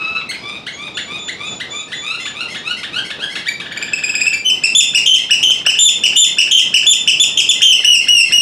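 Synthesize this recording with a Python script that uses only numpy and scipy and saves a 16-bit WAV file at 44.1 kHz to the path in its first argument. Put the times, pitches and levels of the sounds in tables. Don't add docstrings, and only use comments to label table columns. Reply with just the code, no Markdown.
import sys
import numpy as np
from scipy import signal
from scipy.io import wavfile
from scipy.ndimage import uniform_filter1d, minimum_filter1d

SR = 44100
rng = np.random.default_rng(int(sys.argv[2]) if len(sys.argv) > 2 else 0)


def gain_from_db(level_db):
    decades = np.asarray(level_db, float) / 20
    return 10 ** decades


def generate_wav(sig):
    pcm = np.round(np.clip(np.atleast_2d(sig).T, -1, 1) * 32767).astype(np.int16)
    wavfile.write(sys.argv[1], SR, pcm)


N = 370881


def at_hz(points, hz):
    table = np.array(points)
    return np.interp(np.log(hz), np.log(table[:, 0]), table[:, 1])


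def rms_one(x):
    return x / np.sqrt(np.mean(x ** 2) + 1e-20)


def drift(rate_hz):
    r = np.exp(-2 * np.pi * rate_hz / SR)
    wander = signal.lfilter([1], [1, -2 * r, r * r], rng.standard_normal(N + 20000))
    return rms_one(wander[20000:])


def only_band(x, low_hz, high_hz):
    return signal.sosfilt(signal.butter(2, [low_hz, high_hz], "band", fs=SR, output="sos"), x)


# frequency_hz, level_db (per Hz)
AIR_COLOUR = [(18, -84), (28, -23), (60, -12), (165, -1), (400, -4.5), (955, -10.5), (1700, -18.5),
              (3000, -14.5), (5000, -21), (10000, -58), (15800, -87)]


def air():
    out, white, sway = 0, rng.standard_normal((2, 2, N)), drift(6.8)
    for k, low in enumerate(22 * 2. ** np.arange(0, 9.5, .5)):
        mid, side = only_band(white[k % 2], low, low * 2 ** .5)
        stereo = mid + .07 * side * [[1], [-1]]
        out = out + gain_from_db(at_hz(AIR_COLOUR, low * 2 ** .25)) * stereo
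    return gain_from_db(-39 + 1.64 * sway) * rms_one(out)


def voice(notes, throat, tilt_db, scoop, scoop_s, fall, fall_s, attack_s, unsteady, warbles=True, flutter_db=2.0):
    warble_centre_hz, warble_width_hz, warble_rate_hz, warble_reach_hz = 3260, 125, 280, 240
    rasp_db = 1.0
    out, wobble, flutter = np.zeros(N), np.tile(drift(113), 2), drift(135)
    for start_s, length_s, first_hz, middle_hz, last_hz, level_db in notes:
        at = max(round(start_s * SR), 0)
        t = np.arange(at, min(round((start_s + length_s) * SR), N)) / SR - start_s
        end = at + len(t)
        u = t / length_s
        hz = first_hz * (1 - u) * (1 - 2 * u) + middle_hz * 4 * u * (1 - u) + last_hz * u * (2 * u - 1)
        ending = np.clip(1 - (length_s - t) / fall_s, 0, 1)
        unstable = np.exp(-((hz - warble_centre_hz) / warble_width_hz) ** 4) * (1 - ending)
        flips = np.sin(2 * np.pi * warble_rate_hz * t + 0.72 * flutter[at:end])
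        hz = hz + warbles * warble_reach_hz * unstable * flips
        hz = hz * (1 - scoop * np.exp(-t / scoop_s)) * (1 - fall * ending ** 1.3)
        hz = hz * (1 + unsteady * wobble[at:end])
        phase = 2 * np.pi * np.cumsum(hz) / SR
        tone = 0
        for k in range(1, 13):
            loudness = gain_from_db(at_hz(throat, k * hz) + tilt_db * (k - 5))
            audible = k * hz < .45 * SR
            tone = tone + loudness * audible * np.sin(k * phase)
        breath = np.clip(t / attack_s, 0, 1) * np.clip((length_s - t) / .004, 0, 1)
        breath = breath * gain_from_db(flutter_db * flutter[at:end] + rasp_db * wobble[at + 300:end + 300])
        out[at:end] += gain_from_db(level_db - 11.8 * ending) * breath * tone
    return out


def arched(rows, first, last):
    return [(s, length, first * hz, hz, last * hz, db) for s, length, hz, db, *_ in rows]


# frequency_hz, level_db
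LOW_THROAT = [(900, -4), (1300, -10), (1900, 0.5), (2600, 0), (3600, -1), (4300, -8.5), (4900, -19.5),
              (7500, -25), (10000, -29.5), (16000, -71)]
# start_s, length_s, pitch_hz, level_db
OPENING = [
    (-.12, .34, 1295, -36.5),
]


def opening_note():
    return voice(arched(OPENING, 0.95, 1.01), LOW_THROAT, -3.0, scoop=.03, scoop_s=.008, fall=.24,
                 fall_s=.016, attack_s=.055, unsteady=.003, flutter_db=4.0)


# frequency_hz, level_db
WHISTLE_THROAT = [(3000, 2), (3600, -5), (7000, -6.5), (10500, -40), (14000, -76)]
# start_s, length_s, pitch_hz, level_db
FAR_WHISTLES = [(-.02, 0.13, 4880, -44), (.352, 0.13, 4985, -35), (.715, 0.064, 3327, -34),
                (.94, 0.097, 3510, -29.5), (1.18, 0.11, 3516, -27.5), (1.45, 0.092, 3500, -27),
                (1.70, .12, 3500, -28.5), (1.94, 0.094, 3480, -31), (2.185, 0.124, 3490, -33.5),
                (2.50, 0.099, 3360, -37.5), (3.37, 0.039, 3330, -46)]


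def far_whistles():
    return voice(arched(FAR_WHISTLES, .998, .995), WHISTLE_THROAT, 0.28, scoop=.03, scoop_s=.004, fall=.04,
                 fall_s=.01, attack_s=.006, unsteady=.0015, warbles=False)


# frequency_hz, level_db
TRILL_THROAT = [(2000, -14), (2600, 1.5), (4200, -14), (5100, -10.5), (6300, -27.5), (7500, -7),
                (8400, -24), (10000, -30), (13000, -39), (16000, -62)]
# start_s, length_s, pitch_hz, level_db
HIGH_TONES = [
    (0.12, 0.15, 2486, -54),
    (0.29, 0.0228, 2160, -11.5),
    (3.482, 0.017, 2360, -9),
]
# start_s, length_s, pitch_hz, level_db
TRILL_NOTES = [(3.669, 0.019, 2380, -38), (3.723, 0.0076, 2380, -12), (3.773, 0.0088, 2430, -11.5),
               (3.825, 0.0091, 2530, -9.5), (3.887, 0.021, 2400, -46), (3.933, 0.012, 2587, -7.5),
               (3.987, 0.015, 2446, -18.5), (4.036, 0.017, 2556, -9.5), (4.092, 0.02, 2560, -12.5),
               (4.151, 0.0165, 2570, -9), (4.207, .022, 2496, -10), (4.265, 0.025, 2673, -6),
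               (4.332, 0.02, 2429, -10.5)]
# start_s, level_db
GRACES = [
    (5.781, -9.5),
    (6.158, -1),
    (6.858, -11),
]


def high_tones_trill_and_graces():
    graces = arched([(s, 0.025, 3003, db) for s, db in GRACES], 0.98, 1.185)
    return voice(arched(HIGH_TONES + TRILL_NOTES, 0.94, 0.9) + graces, TRILL_THROAT, 0.11, scoop=0.015,
                 scoop_s=0.0044, fall=0.073, fall_s=0.0082, attack_s=0.0023, unsteady=0.014)


# start_s, length_s, pitch_hz, level_db
SHORTS = [(.308, 0.056, 2145, -26), (.662, 0.041, 2030, -23), (.968, 0.037, 1976, -23),
          (1.278, 0.033, 2000, -21.5), (1.598, 0.035, 1988, -23), (1.915, 0.035, 1894, -21),
          (2.252, 0.037, 1614, -24), (2.543, 0.036, 1754, -24), (2.83, .03, 1766, -21.5),
          (3.10, 0.032, 1790, -20.5), (3.353, 0.036, 1943, -21), (3.597, .038, 1603, -24)]


def short_low_notes():
    return voice(arched(SHORTS, 0.67, 1.3), LOW_THROAT, 0.7, scoop=.22, scoop_s=.004, fall=.4,
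                 fall_s=.013, attack_s=.004, unsteady=.024, flutter_db=3.0)


# start_s, length_s, last_pitch_hz, level_db
RISES = [(0.407, 0.18, 1274, -33.5), (0.761, 0.13, 1279, -31), (1.063, 0.12, 1287, -28.5),
         (1.378, 0.12, 1329, -28.5), (1.699, 0.14, 1312, -31), (2.008, 0.16, 1435, -26.5),
         (2.34, .10, 1485, -23.5), (2.63, .10, 1537, -23), (2.917, 0.09, 1720, -20.5),
         (3.187, .065, 1872, -17), (3.446, 0.045, 2328, -15)]


def long_rising_notes():
    start_hz, start_follows, halfway = 1120, 0.1236, 0.46
    notes = []
    for s, length, last_hz, db in RISES:
        first_hz = start_hz + start_follows * max(last_hz - start_hz - 200, 0)
        middle_hz = first_hz + halfway * (last_hz - first_hz)
        notes.append((s, length, first_hz, middle_hz, last_hz, db))
    return voice(notes, LOW_THROAT, 0.18, scoop=.03, scoop_s=.008, fall=.24,
                 fall_s=.016, attack_s=.055, unsteady=.003, flutter_db=4.0)


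# start_s, peak_level_db, tone_hz
TAPS = [
    (.878, -24, 700),
    (.89, -27, 400),
    (3.19, -24, 500),
    (3.105, -33, 440),
    (5.5, -23, 700),
    (5.615, -23, 1200),
    (5.667, -5, 1300),
    (5.717, -22, 1000),
    (7.8, -21, 400),
    (7.42, -25, 1200),
]


def taps():
    out, t = np.zeros(N), np.arange(900) / SR
    for (start_s, peak_db, hz), noise in zip(TAPS, rng.standard_normal((len(TAPS), 900))):
        burst = only_band(noise * np.exp(-t * hz / 3), hz / 2.5, hz * 2.5)
        at = round(start_s * SR)
        out[at:at + 900] += gain_from_db(peak_db) * burst / np.abs(burst).max()
    return out


# frequency_hz, level_db
FAR_THROAT = [(900, -75), (1200, 9), (2100, 10), (3300, 2.5), (4300, 1), (5400, -1), (7500, -13),
              (9000, -8.5), (14000, -39)]
# start_s, length_s, pitch_hz, level_db
FAR_ARCHES = [(1.875, 0.039, 925, -49), (2.19, 0.042, 1066, -40), (2.475, 0.066, 1082, -40),
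              (2.763, 0.042, 1084, -40), (3.04, 0.0377, 1120, -38), (3.29, 0.11, 1120, -40.5),
              (4.54, 0.06, 1060, -51), (4.83, 0.011, 1110, -29), (5.18, 0.02, 1090, -30.5),
              (5.535, 0.035, 1088, -41.5), (5.905, 0.032, 1094, -40.5), (6.26, 0.033, 1070, -35.5),
              (6.615, 0.017, 1050, -32), (6.955, 0.027, 1020, -43), (7.275, 0.061, 955, -56),
              (7.55, 0.03, 1056, -40)]
# start_s, length_s, pitch_hz, level_db
FAR_SINKS = [
    (7.755, 0.068, 1080, -38.5),
    (8.0, 0.062, 1083, -38.5),
    (8.235, 0.074, 1082, -37.5),
]


def far_arches():
    notes = arched(FAR_ARCHES, 0.86, 0.86) + arched(FAR_SINKS, 0.94, .85)
    return voice(notes, FAR_THROAT, 0.39, scoop=.02, scoop_s=.006, fall=.05,
                 fall_s=.015, attack_s=.008, unsteady=.002)


def catches():
    lead_s, upper_lead_s = 0.011, 0.04
    times = [(n[0] - lead_s, -34.5) for n in TRILL_NOTES]
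    times += [(n[0] - lead_s, n[4]) for n in LOWER]
    times += [(n[0] - lead_s, -36.5) for n in HELD]
    times += [(n[0] - upper_lead_s, -40) for n in UPPER[1:4] + DIPPED[2:]]
    notes = [(s, .013, 1400, 1700, 1950, db) for s, db in times]
    return voice(notes, LOW_THROAT, -2.5, scoop=0.15, scoop_s=0.001, fall=.01,
                 fall_s=0.0013, attack_s=0.001, unsteady=0.013)


# frequency_hz, level_db
HIGH_THROAT = [(1500, -10), (2250, -7), (2650, 9), (2900, 4), (3600, 1.5), (4400, -11.5), (5300, 5.5),
               (6150, -12.5), (7100, -1), (8000, 0.5), (9200, -27), (10700, -13.5), (13000, -38),
               (16000, -21)]
# start_s, length_s, pitch_hz, level_db
SWELL = [
    (4.443, .066, 3040, -13),
]


def swelling_pipe():
    return voice(arched(SWELL, .998, .995), HIGH_THROAT, -0.36, scoop=.03, scoop_s=.004, fall=.25,
                 fall_s=.018, attack_s=.025, unsteady=.0015)


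# start_s, length_s, pitch_hz, level_db, catch_level_db
LOWER = [
    (4.634, 0.043, 2715, -21, -45),
    (4.946, 0.042, 2880, -16.5, -38),
    (5.306, .042, 2940, -18, -35),
    (5.662, 0.053, 3011, -17.5, -34),
    (6.036, 0.036, 3110, -14, -44.5),
    (6.383, 0.042, 3000, -15.5, -34.5),
    (6.74, 0.043, 3030, -14.5, -37.5),
    (7.075, 0.033, 3192, -14, -43),
]


def lower_piping():
    return voice(arched(LOWER, 0.96, 0.89), HIGH_THROAT, -1.72, scoop=0.1694, scoop_s=0.00445, fall=.3,
                 fall_s=0.027, attack_s=0.0039, unsteady=.0015)


# start_s, length_s, pitch_hz, level_db, slide (share of pitch)
UPPER = [
    (4.749, 0.063, 3544, -7.5, 0.017),
    (5.788, .108, 3558, -9, -.035),
    (6.164, .089, 3553, -8.5, -0.044),
    (6.865, 0.075, 3533, -8, 0.023),
    (7.197, .048, 3534, -8, 0.016),
    (7.372, 0.04, 3190, -11, -0.088),
    (7.489, 0.031, 3506, -9.5, -0.059),
]
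# start_s, length_s, pitch_hz, level_db
DIPPED = [
    (5.059, 0.11, 3040, -13.5),
    (5.428, 0.098, 3027, -13.5),
    (6.51, .091, 3088, -10.5),
]


def upper_piping():
    edge = 0.99
    notes = [(s, length, hz * (edge - slide / 2), hz, hz * (edge + slide / 2), db)
             for s, length, hz, db, slide in UPPER]
    return voice(notes + arched(DIPPED, 1.095, 1.135), HIGH_THROAT, -0.62, scoop=.16, scoop_s=.0022, fall=.34,
                 fall_s=.019, attack_s=.003, unsteady=.001)


# start_s, length_s, pitch_hz, level_db
HELD = [
    (7.617, 0.12, 3093, -7.5),
    (7.845, 0.12, 2898, -12),
    (8.082, .14, 2834, -14.5),
    (8.321, 0.18, 2792, -14),
]


def held_piping():
    return voice(arched(HELD, 1.05, 0.94), HIGH_THROAT, -0.45, scoop=.15, scoop_s=.006, fall=.17,
                 fall_s=.018, attack_s=.004, unsteady=.0015)


def near_bird():
    low = opening_note() + short_low_notes() + long_rising_notes() + catches()
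    piping = swelling_pipe() + lower_piping() + upper_piping() + held_piping()
    return low + high_tones_trill_and_graces() + piping


# frequency_hz, time_s
ROOM_T60 = [(1000, 0.38), (3000, 0.34), (6000, 0.39), (12000, 0.26)]
# delay_s, level_db
ECHOES = [
    (.0035, -5.5),
    (.0069, -4),
    (0.0158, -12),
    (0.0172, -14),
]


def aviary(x):
    t, tail = np.arange(SR) / SR, 0
    for low in 700 * 2. ** np.arange(0, 4.5, .5):
        mid, side = only_band(rng.standard_normal((2, SR)), low, low * 2 ** .5)
        decay = gain_from_db(-60 * t / at_hz(ROOM_T60, low * 2 ** 0.79))
        tail = tail + (mid + 0.14 * side * [[1], [-1]]) * decay
    far_wall_s, spread_s, far_wall_db = 0.016, 0.072, 1.5
    tail = tail * gain_from_db(far_wall_db * np.exp(-.5 * ((t - far_wall_s) / spread_s) ** 2))
    tail = gain_from_db(1.5) * tail * np.clip(t / 0.03, 0, 1) / np.sqrt(np.sum(tail[0] ** 2))
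    for delay_s, db in ECHOES:
        tail[:, round(delay_s * SR)] += gain_from_db(db) * (1 + 0.15 * rng.standard_normal(2))
    return signal.fftconvolve(x[None], tail, axes=1)[:, :N]


def scene():
    near, far, knocks = gain_from_db(-1.5) * near_bird(), far_whistles() + far_arches(), taps()
    direct = gain_from_db(1.0) * near + .55 * far + knocks
    room = aviary(near + far + 0.3 * knocks)
    balance = gain_from_db([[.15], [-.15]])
    return (direct + room + air()) * balance


def low_pass(x):
    return signal.sosfilt(signal.butter(12, 15940, fs=SR, output="sos"), x)


def record(dry):
    power = signal.lfilter([.004], [1, -.996], np.mean(dry ** 2, axis=0))
    over_db = np.maximum(10 * np.log10(power + 1e-12) + 16, 0)
    release_db = 150 * np.arange(N) / SR
    duck_db = np.maximum.accumulate(over_db + release_db) - release_db
    x = dry * gain_from_db(1.5 - 0.38 * duck_db)
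    x = signal.sosfilt(signal.butter(2, 30, "high", fs=SR, output="sos"), x)
    ceiling, look_samples = .9, 65
    room_left = np.minimum(ceiling / (np.abs(x).max(axis=0) + 1e-9), 1)
    lowest_gain = minimum_filter1d(room_left, size=look_samples)
    x = x * uniform_filter1d(lowest_gain, size=look_samples)
    mix = signal.sosfilt(signal.cheby2(10, 50, 15990, fs=SR, output="sos"), x)
    return low_pass(mix)


dry = scene()
out = record(dry)
generate_wav(out)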